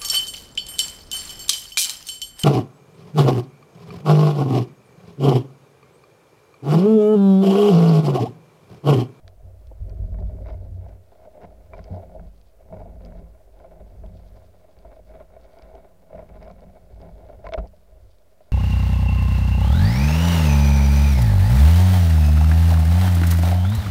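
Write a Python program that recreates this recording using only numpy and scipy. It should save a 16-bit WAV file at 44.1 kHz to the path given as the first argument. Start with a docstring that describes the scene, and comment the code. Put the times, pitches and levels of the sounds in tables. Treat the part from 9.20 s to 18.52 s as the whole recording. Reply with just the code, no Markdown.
"""Low, wavering throbs and jolts come first, joined by dull knocks, scrapes, hard ticks and steady hiss.
Under water, a diver pushes a long pole carrying a microphone in a sealed case into a rock crevice.
Hand and water drive the pole's slow bending modes, as noise through resonators or as damped free swings.
Rubbing, scrapes, knocks and ticks are rough forces that ring the modes of case, walls and metal fittings.
The microphone amplifier adds shaped noise, and a hard ceiling clips the biggest swings."""
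import sys
import numpy as np
from scipy import signal
from scipy.fft import rfft, irfft, next_fast_len
from scipy.io import wavfile
from scipy.ndimage import map_coordinates

SR = 44100
rng = np.random.default_rng(int(sys.argv[2]) if len(sys.argv) > 2 else 0)


def master(y):
    """Save y as 16-bit WAV."""
    cut = np.clip(np.atleast_2d(y).T, -1, 1)
    pcm = np.round(cut * 32767)  # scale
    wavfile.write(sys.argv[1], SR, pcm.astype(np.int16))


def boost_factor(decibels):
    """Convert a level in decibels to a linear amplitude factor."""
    exponent = np.asarray(decibels, float) / 20
    return 10 ** exponent


N = 411009  # length in samples

# steady shaking of the pole by hand and water, mean levels before a random wobble:
# time_s, first_bend_db, second_bend_db, upper_bends_db
POLE_SHAKING = [(0, -61, -61, -60), (.2, -49.5, -67, -76), (.55, -41.5, -50, -69), (.8, -34, -31, -49),
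                (1.1, -31, -40.5, -48), (1.55, -36, -40.5, -57.5), (1.76, -42, -51, -61),
                (1.9, -58, -58, -74), (2.2, -56, -77, -63), (2.55, -44.5, -48, -59.5),
                (3.05, -45.5, -54, -52.5), (3.35, -55.5, -74, -78), (3.55, -42.5, -40.5, -50.5),
                (4.02, -39, -59, -52.5), (4.2, -54.5, -67.5, -70), (4.95, -41.5, -56.5, -51.5),
                (5.45, -61, -66, -69.5), (5.8, -51, -62, -63), (6.88, -60, -72, -67.5),
                (7.0, -48.5, -51, -55), (7.3, -46.5, -65.5, -50.5), (7.6, -51.5, -61, -59),
                (8.2, -44, -52, -56), (8.55, -59.5, -81, -66.5), (8.85, -49, -56.5, -79),
                (9.0, -63.5, -70, -71), (9.32, -64, -73, -68)]
# bending modes of the pole in three groups, widths before damping: pitch_hz, width_hz, relative_level_db
BENDING_MODES = [
    [(32.4, 15, -6.5), (51, 21, 6), (65, 6.3, -19)],
    [(91.76, 5.2, 0.5)],
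    [(166.6, 15.3, -0.5), (197.6, 10.5, -4.5), (239.8, 28, -6.5)],
]
# jolts that leave the pole swinging freely, levels before the relative mode levels:
# start_s, first_bend_db, second_bend_db, upper_bends_db
POLE_JOLTS = [(0.03, -44, -39, -74), (0.23, -33.5, -35, -49), (0.472, -31, -58, -55),
              (0.601, -22, -25.5, -45), (0.699, -33, -34, -47), (0.797, -24, -29, -35.5),
              (0.917, -24.5, -31.5, -39), (1.031, -19.5, -56, -44), (1.114, -31, -28, -47),
              (1.19, -37, -32, -43), (1.3, -52, -46, -40.5), (1.5, -49, -26.5, -59),
              (2.222, -56, -47, -38.5), (2.28, -44, -45.5, -57), (2.579, -48, -35, -38.5),
              (2.7, -44, -26, -27), (2.988, -29, -49, -41.5), (3.06, -33.5, -54, -52),
              (3.507, -37, -34.5, -33.5), (3.807, -42, -57, -53), (3.97, -38, -45, -44),
              (4.6, -34, -47, -41.5), (4.837, -53, -48, -38.5), (4.923, -46, -47, -57),
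              (5.1, -49, -46.5, -70), (5.571, -42.5, -60, -49.5), (5.65, -39, -58, -52),
              (5.911, -52, -60, -66), (6.424, -39, -64, -51.5), (6.534, -37, -65, -58),
              (6.934, -41, -56, -35), (7.182, -36.5, -53, -48), (7.445, -44, -51, -42),
              (7.717, -35.5, -42.5, -59), (7.822, -37, -50, -42.5), (7.921, -38, -65, -54),
              (8.13, -51, -53, -48), (8.249, -38, -47, -43.5), (8.375, -17, -40, -31),
              (8.717, -38, -58, -70)]
# dull knocks, the wall level relative to the peak: start_s, peak_db, wall_db, contact_ms
DULL_KNOCKS = [(0.079, -50.5, -0.5, 8), (.514, -37.5, -27, 6.5), (.943, -39.5, -8.5, 7.1),
               (.986, -39, -10, 10), (1.022, -37.5, -15, 21), (1.095, -40.5, -18, 5),
               (1.186, -39.5, -16, 7), (1.259, -36.5, -8, 4.4), (1.287, -36, -8, 7), (1.304, -35, -11, 6.8),
               (1.329, -38, -19, 6.5), (1.341, -36, -16, 5.8), (1.663, -40, -16, 3),
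               (2.073, -37.5, -34, 13), (2.226, -39, -16, 9.8), (2.244, -33.5, -12, 4),
               (2.304, -47, -15, 5.4), (2.404, -47, -26, 2), (2.534, -38, 5, 20), (2.591, -33.5, -5, 6),
               (2.708, -35, -36, 12), (2.741, -33, -20, 10), (2.764, -35, -27, 7.1),
               (2.995, -36.5, -7.5, 5.8), (3.486, -43, -12, 9.8), (3.525, -31, -16, 19),
               (3.568, -49, 0, 6.6), (3.614, -33, -21, 5), (3.656, -36.5, -29, 16), (3.807, -41, -12, 12),
               (3.922, -43.5, -3.5, 4.9), (3.952, -39.5, -18, 3.6), (4.4, -54.5, 3, 4),
               (4.445, -39.5, -11, 13), (4.836, -39.5, -13, 15), (5.647, -36, -21, 10.3),
               (5.726, -43, -9, 9.2), (5.791, -41, -30, 7), (6.007, -39.5, -9.5, 2.2),
               (6.165, -37, -15, 6.4), (6.369, -40.5, -15, 13), (6.929, -31, -15.5, 3.6),
               (6.946, -30, -28, 3.4), (6.979, -32, -12, 10), (6.991, -31, -11, 12), (7.025, -37, -16, 16),
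               (7.099, -39.5, -14, 15), (7.275, -39, -7, 17), (7.301, -39, -6, 7), (7.42, -40.5, -28, 14),
               (7.644, -63, -22, 2.3), (8.097, -38, -11, 10), (8.242, -30, -18, 12),
               (8.253, -29.5, -26, 10), (8.267, -32.5, 3, 7.1), (8.289, -30, -9, 4), (8.322, -25, -11, 26),
               (8.343, -19, -12, 2.1), (8.376, -23.5, -16, 5), (8.383, -20, -24, 1.8),
               (8.425, -45, -34, 3.3), (8.534, -46, -31, 3.7), (9.206, -42, -16, 12)]
# hard ticks, the level before brightness shares it out: start_s, level_db, brightness (0-1)
HARD_TICKS = [(0.0791, -36.5, 0.8), (0.471, -49, 0.9), (.6956, -46, 0.78), (1.259, -54, 0.4),
              (1.269, -46, .15), (1.284, -49, 0.37), (1.304, -47.5, 0.3), (1.324, -50, .4),
              (1.332, -55, 0.5), (1.686, -54, 0.8), (2.2242, -59, 0.2), (2.2347, -55, 0.3),
              (2.5805, -49, 0.7), (2.594, -49, 0.3), (2.642, -41.5, 0.73), (2.7611, -53, .8),
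              (3.214, -54.5, 1), (3.819, -56, .05), (3.85, -45.5, 1), (3.86, -52, 1), (3.906, -57, .2),
              (3.971, -59, 0.2), (3.991, -57, 0.2), (4.39, -54, 0.17), (4.462, -60, 0.3), (4.862, -50, 0.8),
              (5.5887, -49, 0.6), (6.212, -57, 0.9), (6.3873, -45, 0.5), (6.4223, -41, 0.66),
              (6.553, -45.5, 0.47), (6.9916, -53, .6), (7.091, -49, 0.3), (7.228, -41.5, 0.44),
              (7.247, -48, .5), (7.28, -48, 0.4), (7.299, -49, 0.5), (7.313, -51.5, 1), (7.4064, -55, 1),
              (7.8161, -49, 0.7), (8.2397, -56, 0.6), (8.269, -46, 0.84), (8.2887, -41.5, 0.04),
              (8.323, -39, 0.2), (8.337, -21, 0.15), (8.3404, -33, 0.3), (8.383, -48.5, 0.8),
              (8.473, -50, 0.84), (8.48, -56, .9), (8.985, -53.5, .95)]
# short gritty scrapes over rock, levels before the stroke's swell: middle_s, length_ms, case_db, wall_db
ROCK_SCRAPES = [(1.29, 70, -47, -58), (1.69, 130, -51, -67), (2.046, 45, -48.5, -67),
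                (2.237, 43, -47.5, -54.5), (2.546, 58, -41.5, -57.5), (2.588, 16, -43, -55.5),
                (2.75, 140, -41.5, -83), (2.961, 47, -41.5, -77), (3.418, 28, -53.5, -66.5),
                (3.58, 136, -42, -62.5), (3.86, 22, -45.5, -66), (4.278, 8.8, -48.5, -80),
                (4.42, 130, -53, -70), (4.589, 78, -53.5, -77), (5.91, 59, -48.5, -66),
                (6.26, 67, -59.5, -80), (6.393, 13, -44, -70), (6.42, 40, -55, -67), (6.551, 113, -47, -75),
                (6.915, 32, -50.5, -67), (6.99, 104, -48, -60.5), (7.238, 62, -47, -61),
                (7.295, 64, -47, -66), (8.256, 25, -48, -55), (8.387, 25, -37, -55),
                (8.442, 47, -43.5, -67)]
# rubbing on rock and grip: time_s, rub_db, grittiness_db
RUBBING_LEVELS = [(0, -59.5, -92), (.5, -63.5, -82), (.75, -59.5, -72), (1.3, -53.5, -70.5),
                  (1.79, -59.5, -82), (2, -57.5, -71.5), (2.25, -50.5, -75), (2.55, -64.5, -75),
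                  (2.73, -45.5, -63), (3, -48.5, -70), (3.1, -63.5, -80), (3.38, -63, -83),
                  (3.55, -48.5, -75), (3.97, -51, -65.5), (4.25, -61, -80), (4.55, -51.5, -69.5),
                  (5.5, -56.5, -71), (6.5, -51.5, -64), (6.88, -57, -75), (7.1, -50.5, -64.5),
                  (7.8, -52, -69.5), (8.4, -48, -66.5), (8.49, -65.5, -82.5), (9.32, -63.5, -78)]
# modes of the case, widths before damping: pitch_hz, width_hz, relative_level_db
CASE_MODES = [(260, 74, -14.5), (345, 17, -9.5), (394.5, 43, -7.5), (537, 21, -1.5), (588.3, 37, -3.5),
              (636.7, 36, 2.5), (713.3, 46, -4), (820, 95, -10.5), (925, 104, -17)]
# modes of the thin case walls, widths before damping: pitch_hz, width_hz, relative_level_db
WALL_MODES = [(1010, 38, 9), (1424, 200, 3), (2087, 530, -1.5), (2246, 89, 5.5), (2650, 146, -11),
              (3760, 440, -7.5), (4570, 160, -18.5)]
# modes of the small metal fittings: pitch_hz, width_hz, relative_level_db
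FITTING_MODES = [(2500, 59, 8.5), (3170, 790, 9.5), (4260, 2030, 12), (4800, 700, 15.5), (6050, 990, -2.5)]
# spectrum of the steady floor, case murmur under amplifier hiss: pitch_hz, relative_level_db
HISS_SPECTRUM = [(180, -55), (300, -18), (602, -7.5), (880, -32), (941, -20), (2900, -29.5), (3370, -32),
                 (15700, -31.5)]


def pole():
    """Forced vibration: each group of bends follows its shaking, which softly rattles the case in its mount."""
    shaking = curves(POLE_SHAKING)
    sizes = [boost_factor(level_db + uneven_db * wobble(8)) for level_db, uneven_db in zip(shaking, [1.5, 2, 2.5])]
    bends = np.zeros(N)
    for size, modes, steady in zip(sizes, BENDING_MODES, [.6, .6, .3]):
        bends += size * bend(modes, steady)
    rattle = unit(rung(slips(200, 9.4, 0.34), CASE_MODES, soft_hz=486))
    return bends + sizes[0] * boost_factor(-18) * rattle


def bend(modes, steady):
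    """Resonance under random pushes; steady (0-1) evens out the envelope of the swing."""
    hz, width, db = np.transpose(modes)
    swing = rung(rng.standard_normal(N), modes, soft_hz=362)
    broad_pass = [(hz.mean(), 1.47 * width.sum(), 0)]
    swing = rung(swing, broad_pass, soft_hz=362)
    envelope = np.abs(signal.hilbert(unit(swing), next_fast_len(N)))[:N]
    return unit(swing / (envelope + 0.89) ** steady)


def blows():
    """Free vibration: a jolt sets every bend swinging, with less damping than the rubbed pole."""
    rise_s, drag = 0.0065, 2.6  # wide swings lose more to the water
    out, t = np.zeros(N + SR), np.arange(SR // 2) / SR
    rise = (1 - np.exp(-t / rise_s)) ** 2
    for s, *levels in POLE_JOLTS:
        for level_db, modes, damping in zip(levels, BENDING_MODES, [.45, .65, .65]):
            loss = damping * (1 + drag * boost_factor(level_db))
            swing = np.zeros(len(t))
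            for hz, width, db in modes:
                decay = np.exp(-np.pi * loss * width * t)
                swing += boost_factor(db) * decay * np.sin(2 * np.pi * hz * t)
            out[round(s * SR):][:len(t)] += boost_factor(level_db) * swing * rise
    return out[:N]


def knocks():
    """Impact excitation: the case booms and its walls rattle from each dull contact."""
    # the main mode of the case is favoured over its others by 9 dB
    case_hits = [(s, db, ms, -9) for s, db, wall_db, ms in DULL_KNOCKS]
    wall_hits = [(s, db + wall_db, 0.61 * ms, 0) for s, db, wall_db, ms in DULL_KNOCKS]
    boom = struck(case_hits, CASE_MODES, edge_ms=0.72, damping=1.36, rise_ms=1.6)
    return boom + struck(wall_hits, WALL_MODES, edge_ms=0.43, tilt_db=-0.5)


def ticks():
    """Short impacts excite high modes: bright ticks ring and rattle the fittings, duller ones the walls."""
    bright = [(s, db + 20 * np.log10(np.clip(b, .02, 1))) for s, db, b in HARD_TICKS]
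    dull = [(s, db + 20 * np.log10(np.clip(1 - b, .02, 1))) for s, db, b in HARD_TICKS]
    fitting_hits = [(s, db, 1.5, 0) for s, db in bright]
    wall_hits = [(s, db, 1.8, 5) for s, db in dull]
    rattle_hits = [(s, db - 8, 11, 0) for s, db in bright]
    snap = struck(fitting_hits, FITTING_MODES, edge_ms=0.14)
    snap = snap + struck(wall_hits, WALL_MODES, edge_ms=0.11, tilt_db=5.5, damping=1.8)
    rattle = struck(rattle_hits, FITTING_MODES, edge_ms=0.13)
    # weak ticks come in clumps, stronger where the rubbing is gritty
    grit_db = curves(RUBBING_LEVELS)[1]
    clumps = slips(250, 4, 0.8) * boost_factor(3.0 * wobble(25) + 2.5 * wobble(7) + .3 * grit_db)
    return snap + rattle + boost_factor(-80.0) * unit(rung(clumps, FITTING_MODES, soft_hz=9400))


def scrapes():
    """Dense stick-slip: grit swells and fades under each short stroke and also rattles the fittings."""
    t = np.arange(N) / SR
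    force = slips(700, 4.5, .4) * boost_factor(3 * wobble(120))
    case = rung(force, CASE_MODES, soft_hz=3180)
    fittings = unit(rung(force, FITTING_MODES, soft_hz=9500))
    wall = unit(rung(force, WALL_MODES, soft_hz=8600)) + boost_factor(-14) * fittings
    out = np.zeros(N)
    for s, ms, case_db, wall_db in ROCK_SCRAPES:
        middle, reach = round(s * SR), round(ms / 1000 * SR)
        near = slice(middle - reach, middle + reach)
        stroke = np.exp(-(2000 * (t[near] - s) / ms) ** 2)
        out[near] += stroke * (boost_factor(case_db) * unit(case[near]) + boost_factor(wall_db) * unit(wall[near]))
    return out


def rubbing():
    """Stick-slip friction: one stuttering force shakes both the case and its thin walls."""
    rub_db, grit_db = curves(RUBBING_LEVELS)
    force = slips(260, 4.46, 0.6) * boost_factor(2.5 * wobble(14) + 2.2 * wobble(50))
    case = unit(rung(force, CASE_MODES, soft_hz=1820))
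    wall = unit(rung(force, WALL_MODES, soft_hz=5900))
    return boost_factor(rub_db) * case + boost_factor(grit_db) * wall


def amplifier_hiss():
    """Random noise shaped by the floor's spectrum, at about -66.5 dB."""
    hz, db = np.transpose(HISS_SPECTRUM)
    hiss = filtered(rng.standard_normal(N), lambda f: boost_factor(np.interp(np.log(f + 1), np.log(hz), db)))
    return boost_factor(-66.5 + 0.45 * wobble(7) + 0.37 * wobble(23)) * unit(hiss)


def struck(events, modes, edge_ms, tilt_db=0, damping=1, rise_ms=.01):
    """Modal impact: each (start_s, peak_db, contact_ms, side_modes_db) chatters and rings damped modes."""
    # edge_ms rounds every jolt, tilt_db per octave brightens, damping widens modes, rise_ms softens the start
    first_touch = 1.3  # first jolt of a contact against all the chatter after it
    out, t = np.zeros(N + SR), np.arange(SR // 5) / SR
    hz, width, mode_db = np.transpose(modes)[:, :, None]
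    width = width * damping
    sign = (-1) ** np.arange(len(modes))[:, None]  # neighbouring modes move in opposition
    edge = np.sin(np.pi * np.clip(t[:200] / (edge_ms / 1000), 0, 1)) ** 2
    rise = 1 - np.exp(-1000 * t / rise_ms)
    for s, db, ms, side_db in events:
        # each hit finds the modes at slightly different levels and pitches
        tone_db = mode_db + side_db * (mode_db < mode_db.max()) + rng.normal(0, 2.2, hz.shape)
        tone_hz = hz * (1 + .03 * rng.standard_normal(hz.shape))
        gain = sign * boost_factor(tone_db + tilt_db * np.log2(hz / hz[0])) * width
        decay = np.exp(-np.pi * width * t)
        ring = np.sum(gain * decay * np.sin(2 * np.pi * tone_hz * t), axis=0)
        contact = t / (ms / 1000 + 1e-4)
        chatter = rng.standard_normal(len(t)) * np.exp(-contact ** 2)
        chatter[0] = first_touch * np.sqrt(ms / 1000 * SR)
        force = signal.fftconvolve(chatter, edge)
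        hit = signal.fftconvolve(force, ring)[:len(t)] * rise
        out[round(s * SR):][:len(t)] += boost_factor(db) * hit / np.abs(hit).max()
    return out[:N]


def rung(force, modes, soft_hz):
    """Modal resonance: a force drives damped modes; a soft contact loses the pitches above soft_hz."""
    def response(f):
        body = 0
        for k, (hz, width, db) in enumerate(modes):
            loss = 1j * f * width
            body = body + (-1) ** k * boost_factor(db) * loss / (hz * hz - f * f + loss)
        return body / (1 + 1j * f / soft_hz) ** 4
    return filtered(force, response)


def slips(per_second, spread_db, fine):
    """Rough contact: sparse jolts of uneven size and random direction over a fine, dense noisy push."""
    size_db = spread_db * np.clip(rng.standard_normal(N), -2, 2)
    happens = rng.random(N) < per_second / SR
    jolts = happens * boost_factor(size_db) * np.sign(rng.standard_normal(N))
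    return unit(jolts) + fine * rng.standard_normal(N)


def filtered(x, response):
    """Linear filtering: the spectrum of x times a complex response of frequency."""
    m = next_fast_len(N + SR // 2)
    return irfft(rfft(x, m) * response(np.fft.rfftfreq(m, 1 / SR)), m)[..., :N]


def wobble(rate):
    """Slow random modulation: a smooth curve through rate random knots a second."""
    knots = rng.standard_normal(int(N * rate / SR) + 4)
    return map_coordinates(knots, [np.arange(N) * rate / SR])


def curves(rows):
    """Linear interpolation: one value per sample for each column after the time."""
    s, *cols = np.transpose(rows)
    return [np.interp(np.arange(N) / SR, s, c) for c in cols]


def unit(x):
    """Normalisation by mean power: x scaled to rms 1."""
    return x / np.sqrt(np.mean(x ** 2) + 1e-20)


def scene():
    """Superposition: every vibration reaches the microphone through the case."""
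    return (pole() + blows() + knocks() + ticks() + scrapes() + rubbing())[None]


def top_cut(x):
    """Nothing passes above the cut-off."""
    return signal.sosfilt(signal.butter(12, 15870, fs=SR, output="sos"), x)


def record(dry):
    """Saturation: a hard ceiling holds the swings, then amplifier hiss and a small constant offset add."""
    ceiling = .102  # share of full scale
    held = dry / (1 + np.abs(dry / ceiling) ** 16) ** (1 / 16)
    mix = held + amplifier_hiss() + .0023
    return top_cut(mix)


dry = scene()
out = record(dry)
master(out)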